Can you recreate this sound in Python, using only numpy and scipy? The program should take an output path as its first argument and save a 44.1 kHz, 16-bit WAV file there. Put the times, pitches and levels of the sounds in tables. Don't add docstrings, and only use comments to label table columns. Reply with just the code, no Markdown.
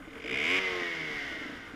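import sys
import numpy as np
from scipy import signal
from scipy.fft import rfft, irfft
from scipy.io import wavfile
from scipy.ndimage import uniform_filter1d, map_coordinates

SR = 44100
rng = np.random.default_rng(int(sys.argv[2]) if len(sys.argv) > 2 else 0)


def pcm_store(signal):
    levels = np.round(np.clip(np.atleast_2d(signal), -1, 1) * 32767)
    wavfile.write(sys.argv[1], SR, levels.astype(np.int16).T)


N = 77175


def amp(db):
    return 10 ** (np.asarray(db) / 20)


def unit(x):
    return x / np.sqrt(np.mean(x ** 2))


def curve(rows):
    return np.interp(np.arange(N) / SR, *np.array(rows).T)


def response(hz, points):
    f, db = np.array(points).T
    return amp(np.interp(np.log(np.maximum(hz, 1)), np.log(f), db))


def resonance(hz, centre_hz, width_hz):
    return 1j * hz * width_hz / (centre_hz ** 2 - hz ** 2 + 1j * hz * width_hz)


def colour(x, points, rings=()):
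    hz = np.arange(N + 1) * SR / (2 * N)
    power = response(hz, points) ** 2
    for f, half_width, db in rings:
        ring_gain = amp(db) * abs(resonance(hz, f, 2 * half_width)) ** 2
        power = power + ring_gain ** 2
    cepstrum = irfft(np.log(power) / 2)
    cepstrum[1:N] *= 2
    cepstrum[N + 1:] = 0
    gain = np.exp(rfft(cepstrum))
    return unit(irfft(rfft(x, 2 * N) * gain)[:N])


def walk(rate):
    k = int(SR / rate)
    steps = rng.standard_normal(N)[np.arange(N) // k]
    return unit(uniform_filter1d(steps, k))


def clatter(turns, repeat, size=1400):
    whole = np.floor(turns)
    age = np.arange(N) - np.interp(whole, turns, np.arange(N))
    alike = map_coordinates(rng.standard_normal(size), [age], mode="mirror")
    return np.sqrt(repeat) * alike + np.sqrt(1 - repeat) * rng.standard_normal(N)


def partial(turns, multiple, waver_db):
    tone = np.sqrt(2) * np.sin(2 * np.pi * (multiple * turns + rng.random()))
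    return tone * amp(waver_db * walk(24.57))


SHUT_S, SHUT_LEN_S = .594, .006


def shut():
    return np.clip((np.arange(N) / SR - SHUT_S) / SHUT_LEN_S + .5, 0, 1)


# (time [s], speed [turns per second])
ENGINE_SPEED = [(0, 35), (.12, 38.5), (.19, 44), (.25, 53), (.3, 61), (.35, 66), (.4, 72), (.45, 80),
                (.5, 88), (.55, 93.5), (.6, 95.6), (.788, 88.5), (.942, 82.6), (1.138, 74.7), (1.236, 70.6),
                (1.524, 58.4), (1.63, 55.2), (1.75, 53.5)]
JITTER = .002


def engine_speed():
    return curve(ENGINE_SPEED) * (1 + JITTER * walk(49.5))


# (time [s], level [dB])
BUZZ_LEVEL = [(0, -59.5), (.11, -54), (.225, -46.5), (.265, -39), (.33, -34), (.41, -33), (.48, -29.5),
              (.59, -29.5), (.65, -22.5), (.8, -39), (1.1, -38), (1.42, -41), (1.55, -46), (1.75, -41)]
# (centre within the turn [s], length [s], start pitch [Hz], end pitch [Hz], relative level [dB])
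SLAPS = [(-.0043, 0.0069, 2687, 2110, -3.5), (.0001, 0.0086, 2165, 2150, -2.5)]
# (multiple of its pitch, delay [s], relative level [dB])
SLAP_PARTIALS = [(1, 0, 2), (1.37, .001, -7), (1.27, -.0015, -10)]
# (frequency [Hz], relative level [dB])
RASP_COLOUR = [(200, -21), (600, -13.5), (1200, -5), (1800, 1.5), (2150, 7.5), (2600, -42), (3600, -2),
               (4150, -19), (4900, -15.5), (6100, -16.5), (8400, -27), (14000, -39), (15800, -55)]
# (frequency [Hz], half-width at -6 dB [Hz], relative level [dB])
METAL_RINGS = [(2230, 100, -13), (2300, 24, -8), (2430, 9.4, 15), (2950, 50, -22), (3130, 23, -23),
               (4960, 61, -2.5)]
SLAP_SCATTER_DB, SLAP_PITCH_SCATTER, SLAP_JITTER_S = .8, .007, .00003
RASP_DB = -7
RASP_REPEAT = .4
RASP_SHARPNESS = 1.5
SHUT_DROP_DB = -17


def buzz(turns):
    t = np.arange(N) / SR
    chirps, gate = np.zeros(N), np.zeros(N)
    for turn_s in np.interp(np.arange(1, turns[-1]), turns, t):
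        for centre_s, length_s, start_hz, end_hz, db in SLAPS:
            size, pitch, late = rng.standard_normal(3)
            pitch_factor = 1 + SLAP_PITCH_SCATTER * pitch
            for multiple, delay_s, partial_db in SLAP_PARTIALS:
                start = turn_s + centre_s + delay_s - length_s / 2 + SLAP_JITTER_S * late
                span = slice(*np.searchsorted(t, [start, start + length_s]))
                along = (t[span] - start) / length_s
                level = amp(db + partial_db + SLAP_SCATTER_DB * size)
                swell = level * np.sin(np.pi * along) ** 2
                mean_hz = start_hz + (end_hz - start_hz) * (along + .5) / 2
                cycles = (along - .5) * length_s * mean_hz
                chirps[span] += swell * np.sin(2 * np.pi * cycles * multiple * pitch_factor)
                gate[span] += swell
    contacts = gate ** RASP_SHARPNESS * clatter(turns + .5, RASP_REPEAT)
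    rasp = colour(contacts, RASP_COLOUR, METAL_RINGS)
    return (unit(chirps) + amp(RASP_DB) * rasp) * amp(curve(BUZZ_LEVEL) + SHUT_DROP_DB * shut())


# (place within the turn [s], decay time constant [s], relative level [dB])
TICKS = [(-.0055, 0.0029, 0), (.0008, 0.0021, -3)]
# (frequency [Hz], relative level [dB])
TICK_COLOUR = [(2500, -41), (4200, 2), (5000, 4), (6100, 0), (6900, -11), (7550, -7), (8400, -16),
               (10400, -7), (12000, -19), (13900, -14), (14800, -23)]
# (frequency [Hz], half-width at -6 dB [Hz], relative level [dB])
TICK_RINGS = [(4970, 90, 8.5), (7550, 160, 8.5), (10500, 170, 0.5), (13850, 170, -4)]
TICK_DB, TICK_SHUT_DB = -26.5, -27


def ticks(turns):
    t = np.arange(N) / SR
    turn_s = np.interp(np.arange(turns[-1]), turns, t)
    gate = 0
    for place_s, decay_s, db in TICKS:
        starts = turn_s + place_s
        age = abs(t - starts[np.searchsorted(starts, t) - 1])
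        gate = gate + amp(db) * np.exp(-age / decay_s)
    bright = colour(gate * clatter(turns + .5, RASP_REPEAT), TICK_COLOUR, TICK_RINGS)
    return bright * amp(TICK_DB + curve(BUZZ_LEVEL) + TICK_SHUT_DB * shut())


# (time [s], level [dB])
HUM_LEVEL = [(0, -59), (.2, -56), (.3, -46.5), (.45, -45), (.53, -40.5), (.62, -43.5), (.8, -40.5),
             (.92, -46.5), (1.15, -49.5), (1.3, -51), (1.75, -54)]
# (multiple of engine speed, level with throttle open [dB], level with throttle shut [dB])
HARMONICS = [(1, -5.5, -16), (3, 3.5, -13.5), (4, -0.5, -0.5), (5, -4.5, -5), (6, -3, -5), (7, -7, -11.5),
             (8, -9.5, -12), (9, -6.5, -12.5), (10, -8, -6.5), (12, -8.5, -11.5), (14, -11.5, -10.5)]
# (frequency [Hz], gain [dB])
PIPE = [(40, 0), (100, -10.5), (150, -19), (200, -11.5), (275, -1.5), (320, -3.5), (380, 1), (415, -3),
        (455, 6.5), (520, -10), (680, 1), (850, -15.5), (1070, 1.5), (1300, -1)]
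WAVER_DB_PER_MULTIPLE = .25


def exhaust(turns, speed):
    closed = uniform_filter1d(shut(), size=900)
    out = 0
    for multiple, open_db, shut_db in HARMONICS:
        tone = partial(turns, multiple, WAVER_DB_PER_MULTIPLE * multiple)
        balance = amp(open_db + closed * (shut_db - open_db))
        out = out + tone * response(multiple * speed, PIPE) * balance
    return out * amp(curve(HUM_LEVEL))


# (time [s], level [dB])
BOOM_LEVEL = [(0, -74), (.28, -67), (.33, -53.5), (.55, -58.5), (.63, -51), (.8, -69.5), (.88, -56.5),
              (1.03, -51), (1.2, -62.5), (1.75, -66.5)]


def boom(turns):
    return partial(turns, 2, waver_db=1.1) * amp(curve(BOOM_LEVEL))


# (time [s], level [dB])
PIPE_RING_LEVEL = [(0, -67), (.12, -53.5), (.27, -42), (.42, -50), (.55, -53), (1.75, -70)]
PIPE_RING_HZ, PIPE_RING_WIDTH_HZ = 454.3, 39


def pipe_ring():
    hz = np.arange(N // 2 + 1) * SR / N
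    gain = resonance(hz, PIPE_RING_HZ, PIPE_RING_WIDTH_HZ) ** 2
    ring = irfft(rfft(rng.standard_normal(N)) * gain, N)
    return unit(ring) * amp(curve(PIPE_RING_LEVEL))


# (multiple of engine speed, level [dB])
GEAR_TONES = [(17, -42), (22, -34), (23, -45), (24, -47), (26, -38), (27, -42), (28, -41), (29, -41),
              (30, -43), (32, -45), (34, -45), (38, -49)]
# (frequency [Hz], gain [dB])
CASE = [(1300, -16), (1500, -8), (1700, -14), (1830, -12), (1900, 0), (1980, -2), (2060, 1), (2200, 1),
        (2350, -12), (2650, -13), (2870, -4), (3100, -8), (3700, -15)]
WAVER_DB = 2.4


def whine(turns, speed):
    out = 0
    for multiple, db in GEAR_TONES:
        tone = partial(turns, multiple, WAVER_DB) * amp(db)
        out = out + tone * response(multiple * speed, CASE)
    throttle = amp(-15 + 10 * shut())
    return out * speed / speed.max() * throttle


# (time [s], level [dB])
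WHIRR_LEVEL = [(0, -58), (.2, -53), (.35, -46), (.47, -42), (.57, -37), (.65, -36), (.85, -37.5),
               (1.05, -39.5), (1.2, -39.5), (1.43, -43.5), (1.6, -47.5), (1.75, -53)]
# (frequency [Hz], relative level [dB])
WHIRR_COLOUR = [(100, -21.5), (300, -9.5), (600, -11.5), (850, -11.5), (1080, -8.5), (1350, -7),
                (1520, -0.5), (1700, -4.5), (2120, 6.5), (2400, -11.5), (2900, -3.5), (3700, -10.5),
                (4200, -18.5), (5000, -15.5), (6000, -21), (8200, -35), (14000, -41), (15300, -63)]
WHIRR_REPEAT = .27
WHIRR_PULSE_DB, WHIRR_GRAIN_DB = .8, .7


def whirr(turns):
    pulse_db = WHIRR_PULSE_DB * np.sin(2 * np.pi * turns)
    grain = amp(pulse_db + WHIRR_GRAIN_DB * walk(600))
    return colour(grain * clatter(turns, WHIRR_REPEAT), WHIRR_COLOUR) * amp(curve(WHIRR_LEVEL))


# (time [s], level [dB])
THUMPS = [(0.001, -39.5), (0.076, -35.5), (.159, -37), (.245, -32.5), (.323, -33), (.417, -52),
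          (.816, -35.5), (.909, -55), (1.009, -36), (1.104, -36), (1.316, -35.5), (1.366, -34),
          (1.412, -33), (1.456, -32), (1.493, -33.5), (1.531, -35.5), (1.737, -35.5)]
# (frequency [Hz], relative level [dB], t60 [s])
SILENCER = [(276, -15, 0.054), (291.7, 10.5, 0.047), (433.6, 13, 0.017), (593, 0, 0.045)]
THUMP_RISE_S, THUMP_DB = 0.0061, -2.5


def neighbour():
    out = np.zeros(N)
    for start, db in THUMPS:
        age = np.maximum(np.arange(N) / SR - start, 0)
        rise = 1 - np.exp(-age / THUMP_RISE_S)
        for hz, mode_db, t60 in SILENCER:
            scattered_hz = hz * (1 + 0.052 * rng.standard_normal())
            ring = np.sin(2 * np.pi * scattered_hz * age)
            decay = np.exp(-np.log(1000) * age / t60)
            out += amp(db + mode_db + THUMP_DB) * ring * decay * rise
    return out


# (frequency [Hz], relative level [dB])
TRAFFIC_COLOUR = [(25, -1), (60, 1), (110, -1.5), (200, 0.5), (290, 3.5), (360, -10), (450, -2.5),
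                  (650, -7.5), (950, -8.5), (1550, -2), (2150, -20), (2600, -55.5), (4200, -42.5),
                  (6800, -31), (8500, -29.5), (15000, -38)]
TRAFFIC_DB, SWELL_DB = -50.5, 1.5
TONE_HZ, TONE_DB = 6804, -78


def traffic():
    idle = colour(rng.standard_normal(N), TRAFFIC_COLOUR) * amp(TRAFFIC_DB + SWELL_DB * walk(24.56))
    tone = np.sqrt(2) * np.sin(2 * np.pi * TONE_HZ * np.arange(N) / SR)
    return idle + tone * amp(TONE_DB + WAVER_DB * walk(60))


def scene():
    speed = engine_speed()
    turns = np.cumsum(speed) / SR
    metal = buzz(turns) + ticks(turns)
    pipe = exhaust(turns, speed) + boom(turns) + pipe_ring()
    gears = whine(turns, speed) + whirr(turns)
    return (metal + pipe + gears + neighbour() + traffic())[None]


def record(dry):
    low_pass = signal.ellip(10, .2, 80, 15400, fs=SR, output="sos")
    return signal.sosfilt(low_pass, dry)


dry = scene()
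out = record(dry)
pcm_store(out)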